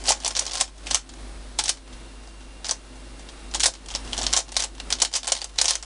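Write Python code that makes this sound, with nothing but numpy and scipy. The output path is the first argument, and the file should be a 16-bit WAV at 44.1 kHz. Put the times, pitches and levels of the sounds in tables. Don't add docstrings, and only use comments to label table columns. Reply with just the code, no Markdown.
import sys
import numpy as np
from scipy import signal
from scipy.fft import rfft, irfft
from scipy.io import wavfile

SR = 44100
rng = np.random.default_rng(int(sys.argv[2]) if len(sys.argv) > 2 else 0)


def ratio(d):
    e = np.asarray(d, float) / 20
    return 10 ** e


def master(y):
    cut = np.clip(np.atleast_2d(y).T, -1, 1)
    pcm = np.round(cut * 32767)
    wavfile.write(sys.argv[1], SR, pcm.astype(np.int16))


N = 257975

# (frequency [Hz], density [dB per Hz])
PLASTIC = [(710, -49), (1200, -3.5), (2760, -5), (3030, -1), (3860, -2.5), (5540, -2), (8250, -5.5),
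           (9840, -9.5), (10300, -7.5), (11000, -8), (14300, -38), (22000, -120)]

# (time [s], peak level [dB], brightest frequency [Hz], rattle t60 [s], edge level [dB])
OPENING = [(0.0386, -22.5, 4970, 0.024, 15), (0.0445, -41, 5040, 0.04, -3), (0.0514, -28, 4440, 0.04, -2.0),
           (0.0568, -22, 5860, 0.046, 5), (0.0646, -19, 7320, 0.066, -1), (0.0742, -12, 4310, 0.041, 12),
           (0.0823, -7.5, 4870, 0.027, -2), (0.0848, -8, 4000, 0.024, -8), (0.0898, -3, 5640, 0.063, 7),
           (0.0981, -7, 5770, 0.069, -11), (0.101, -25, 5770, 0.037, 9), (0.1051, -8, 7350, 0.077, -1),
           (0.1201, -4, 5300, 0.042, 1), (0.1275, -29, 6420, 0.04, -4.0), (0.1325, -42, 3790, 0.04, 0.0),
           (0.1405, -47, 4480, 0.04, 0.0), (0.202, -30, 5430, 0.04, 3), (0.2238, -31, 5000, 0.04, 10),
           (0.2355, -26, 3060, 0.04, -3), (0.2469, -9, 6760, 0.037, -4), (0.2573, -11, 3600, 0.059, 2),
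           (0.2631, -13, 6120, 0.03, -8), (0.2778, -7, 7150, 0.044, 8), (0.3063, -18, 5210, 0.036, -6),
           (0.3133, -34, 5860, 0.04, -7), (0.3181, -36, 5860, 0.04, -21)]
TRIGGER = [(0.3512, -16, 4330, 0.045, -9), (0.361, -16, 6200, 0.033, -10), (0.3655, -10, 4860, 0.026, -10),
           (0.3724, -14, 4820, 0.044, -2), (0.3903, -10, 3560, 0.02, -8), (0.3935, -3.5, 5700, 0.031, 21),
           (0.409, -40, 3960, 0.04, 0.0), (0.4141, -36, 6240, 0.04, -4), (0.423, -25, 3880, 0.04, 1.0),
           (0.453, -21, 3720, 0.021, 13), (0.465, -15, 6100, 0.056, 0), (0.478, -22, 3920, 0.037, 2),
           (0.4825, -30, 4650, 0.04, -1.0), (0.495, -26.0, 4780, 0.043, -4.0),
           (0.5108, -21, 4820, 0.048, -8), (0.518, -20, 5380, 0.045, 4), (0.5337, -16, 4820, 0.056, 8),
           (0.5388, -20, 3000, 0.036, 14), (0.5458, -23, 7020, 0.04, -1), (0.5538, -10.5, 8600, 0.029, -4),
           (0.5598, -17, 5860, 0.043, 0), (0.5717, -16, 4940, 0.033, -6), (0.5784, -18, 4690, 0.078, 6),
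           (0.5942, -27, 4910, 0.04, 10), (0.6018, -13, 6930, 0.094, -2), (0.6091, -2, 5300, 0.045, 7),
           (0.6105, -1, 5600, 0.049, 5), (0.6254, -50, 5730, 0.04, 6), (0.6387, -53, 4650, 0.04, 1.0),
           (0.677, -37, 3760, 0.04, -2.0)]
SINGLES = [(0.7788, -38.5, 6160, 0.048, 13), (0.8612, -31, 5210, 0.036, 12), (0.8685, -19, 2600, 0.13, 2.5),
           (0.905, -21, 6200, 0.036, -4), (0.9095, -10.5, 4400, 0.054, 2), (0.9324, -17, 4610, 0.025, -7),
           (0.9453, 1.5, 6140, 0.039, 3), (0.9547, -8, 7750, 0.029, -9), (0.9617, -16, 6330, 0.028, 5),
           (0.97, -28, 7450, 0.037, 1), (0.9786, -42, 3270, 0.04, -2.0), (1.0915, -30, 3860, 0.059, -14),
           (1.1374, -35, 6330, 0.032, -6), (1.425, -53, 5170, 0.032, -3), (1.5881, -4.5, 3940, 0.041, 5),
           (1.592, -7.5, 5990, 0.043, -8), (1.5969, -8.5, 4220, 0.035, 3), (1.608, -18, 4260, 0.04, -6.5),
           (1.621, -34, 4610, 0.04, 3), (1.638, -12.5, 4000, 0.04, 11), (1.652, -25, 3320, 0.04, -1),
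           (1.657, -13, 6240, 0.058, -3), (1.664, -24, 5340, 0.04, 2), (1.675, -25, 5600, 0.045, -3),
           (1.68, -12, 4650, 0.067, 5.5), (1.6872, -18, 5000, 0.055, -5), (1.6924, -3, 4730, 0.054, 9.5),
           (1.6993, -38, 4600, 0.04, 13), (1.7716, -36.5, 4180, 0.07, 2), (1.8767, -42, 2760, 0.04, 2.0)]
LOOKING = [(1.928, -35, 3530, 0.046, 3), (2.2348, -45, 4500, 0.04, 0), (2.2738, -32.5, 4960, 0.0091, -13),
           (2.407, -40, 3000, 0.037, -3), (2.6447, -19.5, 4820, 0.11, -5), (2.653, -21.5, 4760, 0.048, -7),
           (2.666, -17.5, 5300, 0.033, -5), (2.6793, -30, 5040, 0.04, 6), (2.6857, -21, 7800, 0.04, 12),
           (2.693, -10, 5030, 0.052, -9), (2.699, -31, 4440, 0.04, -3), (2.7104, -4, 5600, 0.023, 21),
           (2.7175, -19, 5680, 0.04, 1), (2.724, -43, 6200, 0.037, -14), (2.9535, -44, 6240, 0.04, 10),
           (3.194, -34.5, 6200, 0.068, 9), (3.2875, -29.5, 3670, 0.083, -6),
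           (3.5126, -31.5, 6000, 0.037, -2)]
RESTART = [(3.5386, -18.5, 3940, 0.018, -3), (3.546, -10, 3140, 0.053, 3),
           (3.5495, -15.5, 4150, 0.093, 4.5), (3.597, -14, 5360, 0.022, 10), (3.6028, -8.5, 7110, 0.12, -3),
           (3.632, -7.5, 3600, 0.049, 3), (3.6346, -3.5, 5300, 0.046, 10), (3.6415, -6, 4040, 0.034, 5),
           (3.6479, -17, 5340, 0.035, -3.0), (3.6537, -34, 6160, 0.04, 2.0), (3.6572, -1.5, 3770, 0.024, 3),
           (3.6605, -2.5, 4800, 0.057, 10.5), (3.6645, -25, 8270, 0.053, 16), (3.6717, -32, 5640, 0.04, 7),
           (3.6768, -16, 7240, 0.056, 6), (3.7378, -28.5, 6070, 0.05, -3), (3.7513, -30, 4020, 0.049, -7),
           (3.7718, -63, 4440, 0.04, 3), (3.8598, -32, 3360, 0.034, 9), (3.8854, -23.5, 5460, 0.041, 2),
           (3.9024, -25.5, 2750, 0.052, -3), (3.91, -22.5, 5340, 0.04, 3), (3.9145, -26, 6070, 0.04, -3.0),
           (3.9393, -25.5, 3000, 0.1, -9), (3.95, -10.5, 5400, 0.049, -1), (3.9583, -15.5, 5240, 0.022, -4),
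           (4.0485, -32, 5250, 0.04, -2), (4.075, -31, 2700, 0.035, -4)]
SEQUENCE = [(4.125, -28, 3230, 0.028, 0), (4.131, -12.5, 3180, 0.028, -11), (4.145, -31, 5940, 0.037, -2),
            (4.1675, -24, 6330, 0.036, -7), (4.1779, -10.5, 3300, 0.04, 8), (4.1873, -17.5, 6030, 0.07, -5),
            (4.2146, -15, 5370, 0.044, 1), (4.2203, -17, 4460, 0.063, -8), (4.231, -13, 7490, 0.032, -5),
            (4.238, -18.5, 3400, 0.032, -4), (4.2656, -5, 5450, 0.022, -11), (4.28, -36, 4910, 0.04, -5),
            (4.2914, -25, 2970, 0.037, -4.0), (4.305, -28, 3570, 0.036, -9), (4.3194, -26, 5560, 0.04, -9),
            (4.328, -9, 5470, 0.06, 7), (4.335, 2.5, 6000, 0.027, 1), (4.3417, -10.5, 3530, 0.029, -9),
            (4.3577, -20, 5860, 0.04, 3), (4.3667, -8, 5510, 0.052, 3), (4.3646, -3, 6030, 0.068, 7.5),
            (4.3733, -4.5, 5850, 0.053, 5), (4.3887, -13.5, 6200, 0.07, 4), (4.4026, -18, 5000, 0.029, 3),
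            (4.4039, -35, 5340, 0.04, 2.0), (4.4204, -50, 5000, 0.04, 6)]
RETURN = [(4.4816, -36, 4050, 0.037, -5), (4.4901, -30, 5330, 0.036, -5), (4.519, -23, 5080, 0.04, 11),
          (4.5228, -26.5, 7800, 0.03, 5), (4.543, -27, 5000, 0.04, -5), (4.5552, -26, 4950, 0.035, -4.0),
          (4.566, -2.5, 4530, 0.055, 4.5), (4.593, -18, 4220, 0.04, 2), (4.5973, -13, 3790, 0.057, 6),
          (4.6031, -9.5, 5700, 0.04, 0), (4.6111, -22, 4950, 0.034, 1.0), (4.6221, -14, 5250, 0.059, 7),
          (4.6379, -10.5, 8800, 0.031, -3), (4.6433, -16, 7970, 0.04, 5)]
REPEAT = [(4.75, -38.5, 3620, 0.04, -9), (4.78, -36, 2760, 0.04, -3), (4.7997, -17, 3100, 0.028, -10),
          (4.9037, -11, 2380, 0.031, 6), (4.914, -29, 2540, 0.036, 1.0), (4.9203, -25, 6070, 0.04, 6),
          (4.9253, -2.5, 5000, 0.031, -1), (4.934, -20, 4950, 0.035, -4.0), (4.952, -24, 6200, 0.036, -6),
          (4.986, -27, 4130, 0.06, -4), (5.0005, -16, 4310, 0.06, 2), (5.018, -7, 4480, 0.023, 3),
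          (5.0197, -1, 5470, 0.04, 8.5), (5.0488, -10, 4400, 0.029, 7), (5.0558, -20, 4310, 0.03, -8),
          (5.114, -32, 3010, 0.083, 13), (5.128, -24, 5000, 0.058, 2), (5.138, -12.5, 5100, 0.085, 2),
          (5.152, -12, 5120, 0.11, -2), (5.1582, -9.5, 5030, 0.079, 10), (5.1651, -11.5, 6200, 0.036, 12),
          (5.2312, -21.5, 3880, 0.052, 4), (5.254, -31, 3270, 0.04, -3.0), (5.244, -20, 3820, 0.043, 3),
          (5.271, -13, 6800, 0.037, 5), (5.2765, -7, 3450, 0.022, 10.5), (5.2837, -20, 5000, 0.04, 2.0),
          (5.298, -22, 5210, 0.04, 0)]
CLOSING = [(5.3201, -1.5, 6800, 0.045, 3.5), (5.3508, -15.5, 5300, 0.059, 4),
           (5.3653, -22.5, 3800, 0.037, -3), (5.375, -20, 4030, 0.035, 10), (5.388, -25.0, 4440, 0.043, -5),
           (5.409, -34, 6460, 0.04, -3.0), (5.4164, -15.5, 4450, 0.018, -1.0),
           (5.4224, -25, 3120, 0.04, -6), (5.4428, -16, 6840, 0.03, 12), (5.4935, -47, 4480, 0.04, -7.0),
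           (5.558, -44, 3880, 0.04, -4.0), (5.571, -57, 6240, 0.04, -5.0), (5.5822, -19, 5500, 0.054, -10),
           (5.586, -4, 3980, 0.036, -18), (5.5948, -17, 4350, 0.029, -2), (5.5993, -27, 4260, 0.032, 1),
           (5.6138, 0.5, 5600, 0.032, 3), (5.643, -13, 5680, 0.04, 3), (5.6554, -4, 5680, 0.065, 3.5),
           (5.6595, -26, 4870, 0.04, 10), (5.6807, -7, 4960, 0.15, 5.5), (5.696, -15, 5430, 0.037, 5),
           (5.703, -28, 5250, 0.043, 2), (5.7075, -3, 4000, 0.027, 7.5), (5.711, -33, 5210, 0.044, 0),
           (5.734, -19, 3700, 0.059, -3), (5.7538, -9.5, 4050, 0.029, 11), (5.8259, -22, 5770, 0.035, -1)]
CONTACTS = OPENING + TRIGGER + SINGLES + LOOKING + RESTART + SEQUENCE + RETURN + REPEAT + CLOSING


def rms_one(x):
    return x / np.sqrt(np.mean(x ** 2) + 1e-20)


def in_time(rows):
    time_s, level_db = np.transpose(rows)
    return np.interp(np.arange(N) / SR, time_s, level_db)


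def colour(x, spectrum):
    hz, level_db = np.transpose(spectrum)
    grid_hz = np.maximum(np.fft.rfftfreq(8192, 1 / SR), 1)
    grid_db = np.interp(np.log(grid_hz), np.log(hz), level_db)
    cepstrum = irfft(np.log(ratio(np.maximum(grid_db, -90))))
    cepstrum[1:4096] *= 2
    cepstrum[4097:] = 0
    return signal.fftconvolve(x, irfft(np.exp(rfft(cepstrum))))[:len(x)]


def drift(rate_hz):
    r = np.exp(-2 * np.pi * rate_hz / SR)
    wander = signal.lfilter([1], [1, -2 * r, r * r], rng.standard_normal(N + SR))
    return rms_one(wander[SR:])


def resonance(x, hz, width_hz):
    r = np.exp(-np.pi * width_hz / SR)
    zeros = np.array([1, 0, -1]) * (1 - r * r) / 2
    poles = [1, -2 * r * np.cos(2 * np.pi * hz / SR), r * r]
    return signal.lfilter(zeros, poles, x)


def add(out, time_s, peak_db, sound):
    at = round(time_s * SR)
    out[at:at + len(sound)] += ratio(peak_db) * sound / np.abs(sound).max()


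def coil_whine(fan_db):
    on_s, hz, sag_hz_per_s, level_db, follows = 1.78, 2780, 9, -60, 0.1
    since_s = np.arange(N) / SR - on_s
    level_db = level_db + follows * (fan_db - fan_db.mean()) + 2.5 * drift(30)
    pitch_hz = hz - sag_hz_per_s * np.clip(since_s, 0, 2) + 8 * drift(12)
    singing = np.clip(since_s / 0.1, 0, 1)
    return singing * ratio(level_db) * np.sin(2 * np.pi * np.cumsum(pitch_hz) / SR)


def computer():
    # (time [s], level [dB])
    hum_levels = [(0.0, -40), (0.78, -44.5), (0.9, -38.5), (1.07, -47), (1.22, -38.5), (1.87, -46.5),
                  (1.94, -43), (2.9, -45.5), (3.1, -42.5), (3.36, -46.5), (3.58, -37), (3.76, -44.5),
                  (4.3, -34), (4.4, -42.5), (4.97, -40.5), (5.16, -47.5), (5.8, -43), (5.85, -43)]
    # (time [s], level [dB])
    fan_levels = [(0.0, -48), (0.75, -54.5), (0.93, -44), (0.96, -55.5), (1.09, -51), (1.21, -48),
                  (1.84, -53), (1.94, -49), (2.3, -53), (3.63, -48.5), (3.71, -53), (4.25, -40), (4.4, -51),
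                  (4.79, -51), (4.89, -46), (5.1, -54.5), (5.82, -55.5), (5.85, -63)]
    # (frequency [Hz], density [dB per Hz])
    fan_spectrum = [(50, -47), (85, -50), (102, -8.5), (157, -8.5), (271, -7.5), (624, -8.5), (865, -10.5),
                    (3050, -17), (3740, -15), (7170, -22), (9740, -19.5), (11000, -19.5), (14300, -102),
                    (22000, -120)]
    # (frequency [Hz], width [Hz], level re fan noise [dB])
    whine_bands = [(116.4, 2.5, -16), (251.2, 11, -10), (257, 26, -7), (336.5, 7, -9), (7850, 40, -21)]
    hum_db = in_time(hum_levels)
    fan_db = in_time(fan_levels)
    hum = np.sqrt(2) * np.sin(2 * np.pi * 50 * np.arange(N) / SR)
    rumble = ratio(-3.5) * rms_one(resonance(rng.standard_normal(N), 29, 32))
    fan = rms_one(colour(rng.standard_normal(N), fan_spectrum)) * ratio(1 + 0.25 * drift(37))
    whines = sum(ratio(db) * rms_one(resonance(rng.standard_normal(N), hz, width_hz))
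                 for hz, width_hz, db in whine_bands)
    return ratio(hum_db + 1) * hum + ratio(fan_db + 1.5) * (fan + rumble + whines) + coil_whine(fan_db)


def gain_control(loud):
    depth_db, knee_db, lag_s, smooth_s = 4, -26.5, 0.052, 0.037
    r = np.exp(-1 / (smooth_s * SR))
    power = signal.lfilter([(1 - r) ** 2], [1, -2 * r, r * r], loud ** 2)
    power = np.interp(np.arange(N) - lag_s * SR, np.arange(N), power)
    return ratio(-depth_db * power / (power + ratio(2 * knee_db)))


def room(x):
    t60_s, gap_s = 0.15, 0.004
    t = np.arange(SR // 2) / SR
    tail = rng.standard_normal(len(t)) * ratio(-60 * t / t60_s) * (t > gap_s)
    tail = signal.lfilter([1], [1, -0.3], tail)
    return signal.fftconvolve(x, tail / np.sqrt(np.sum(tail ** 2)))[:N]


def core(push, near_hz=760, focus_db=0):
    # (frequency [Hz], level [dB], t60 [s])
    core_modes = [(423, -7.5, 0.031), (534, 0, 0.07), (682, -3.5, 0.013), (840, 0.5, 0.033),
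                  (955, -6.5, 0.011), (1085.5, -0.5, 0.03)]
    out = np.zeros(len(push))
    for k, (hz, db, t60_s) in enumerate(core_modes):
        level_db = db - focus_db * abs(np.log2(hz / near_hz))
        width_hz = np.log(1000) / np.pi / t60_s
        out += ratio(level_db) * (-1) ** k * resonance(push, hz, width_hz)
    return out


def tiny_contacts(shape):
    per_s, spread_db = (9000 if np.ndim(shape) else 11000), 2.5
    sizes = ratio(spread_db * np.minimum(rng.exponential(1, shape), 4)) * rng.choice([-1, 1], shape)
    return sizes * (rng.random(shape) < per_s / SR) + 1e-9


def slide():
    # (time [s], level [dB])
    hand_effort = [(0.0, -40), (0.13, -44), (0.47, -39), (0.65, -57), (0.9, -46), (1.07, -61), (2.12, -58),
                   (2.77, -55.5), (3.89, -56), (4.24, -34.5), (4.46, -76), (4.61, -57), (4.92, -71),
                   (5.16, -82), (5.28, -40), (5.42, -58), (5.65, -38.5), (5.85, -48)]
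    stroke_s, stroke_follows, scrape_db, rumble_db = 0.011, 0.6, -27, -36.5
    time_s, peak_db = np.transpose(CONTACTS)[:2]
    force = np.bincount((time_s * SR).astype(int), ratio(stroke_follows * peak_db), N)
    stroke = signal.fftconvolve(force, np.exp(-np.arange(SR // 4) / (stroke_s * SR)))[:N]
    effort = ratio(in_time(hand_effort) - 7.5)
    grip = ratio(2.6 * drift(60))
    scrape = rms_one(grip * colour(tiny_contacts(N), PLASTIC))
    rumble = rms_one(grip * core(rng.standard_normal(N)))
    scrape = (ratio(scrape_db) * stroke + effort) * scrape
    return scrape + (ratio(rumble_db) * stroke + ratio(-7) * effort) * rumble


def knocks():
    # (time [s], peak level [dB], centre frequency [Hz])
    square_blows = [(0.0828, -27, 810), (0.1047, -10.5, 840), (0.1123, -24, 690), (0.1197, -25, 970),
                    (0.2462, -24, 770), (0.2617, -25, 920), (0.2778, -30, 780), (0.4206, -26, 740),
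                    (0.6096, -24.5, 1000), (0.6175, -25, 700), (0.9094, -23, 910), (0.9442, -22.5, 1010),
                    (1.5879, -18, 910), (2.7115, -23, 840), (3.552, -22, 840), (3.6572, -18.5, 780),
                    (3.6826, -25.5, 594), (3.9509, -24.5, 810), (4.187, -25, 830), (4.2112, -25, 780),
                    (4.3709, -20, 760), (4.3883, -26, 620), (4.5658, -24.5, 794), (5.02, -21, 614),
                    (5.0327, -18, 690), (5.2758, -23.5, 636), (5.3198, -18, 720), (5.6146, -29.5, 770),
                    (5.682, -24.5, 870), (5.7068, -23.5, 780)]
    glance_db, follows, lag_s, glance_hz, spread_oct = -29, 0.44, 0.00098, 830, 0.033
    t = np.arange(4096) / SR
    out = np.zeros(N + len(t))
    blows = list(square_blows)
    for (time_s, db, *_), place in zip(CONTACTS, rng.standard_normal(len(CONTACTS))):
        blows.append((time_s + lag_s, glance_db + follows * db, glance_hz * 2 ** (spread_oct * place)))
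    for time_s, peak_db, hz in blows:
        push = rng.standard_normal(len(t)) * ratio(-60 * t / 0.005)
        add(out, time_s - 0.0008, peak_db, core(push, hz, focus_db=19))
    return out[:N]


def snaps():
    lead_s, lead_db, lead_n = 0.0044, -25, 512
    t = np.arange(8192) / SR
    out = np.zeros(N + len(t))
    grains = tiny_contacts((len(CONTACTS), len(t)))
    loose_hz = 2200 * (9000 / 2200) ** rng.random((len(CONTACTS), 2))
    rise = 1 - np.exp(-t / 0.00024)
    edge = signal.butter(2, 6800, "high", fs=SR)
    for (time_s, peak_db, hz, t60_s, edge_db), grain, others_hz in zip(CONTACTS, grains, loose_hz):
        grain = colour(grain, PLASTIC) * rise
        grain = grain + (ratio(edge_db) - 1) * signal.lfilter(*edge, grain)
        crack = grain * np.exp(-(t / 0.001) ** 2)
        crack = crack + 5.36 * resonance(crack, hz, 0.11 * hz)
        rattle = grain * ratio(-8.5 - 60 * t / max(t60_s, 0.008))
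        others = sum(resonance(rattle, f, 0.59 * f) for f in others_hz)
        rattle = rattle + 5.1 * resonance(rattle, hz, 0.46 * hz) + 2.1 * others
        add(out, time_s, peak_db, crack + rattle)
        binding = grain[-lead_n:] * np.exp(-t[lead_n - 1::-1] / lead_s)
        add(out, time_s - lead_n / SR, peak_db + lead_db, binding)
        add(out, time_s, peak_db - 40, core(grain * ratio(-60 * t / 0.015)))
    return out[:N]


def scene():
    cube = snaps() + knocks() + slide()
    return (cube + ratio(-13.5) * room(cube) + gain_control(cube) * computer())[None]


def top_cut(x):
    return signal.sosfilt(signal.butter(12, 11680, fs=SR, output="sos"), x)


def record(dry):
    cutoff_hz = 10645
    x = 0.97 * np.tanh(dry / 0.97)
    steep = signal.cheby2(14, 70, cutoff_hz * 1.0856, fs=SR, output="sos")
    x = signal.sosfilt(steep, x)
    x = x - 0.064 * x ** 3 * np.abs(x) ** 2
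    return top_cut(x)


dry = scene()
out = record(dry)
master(out)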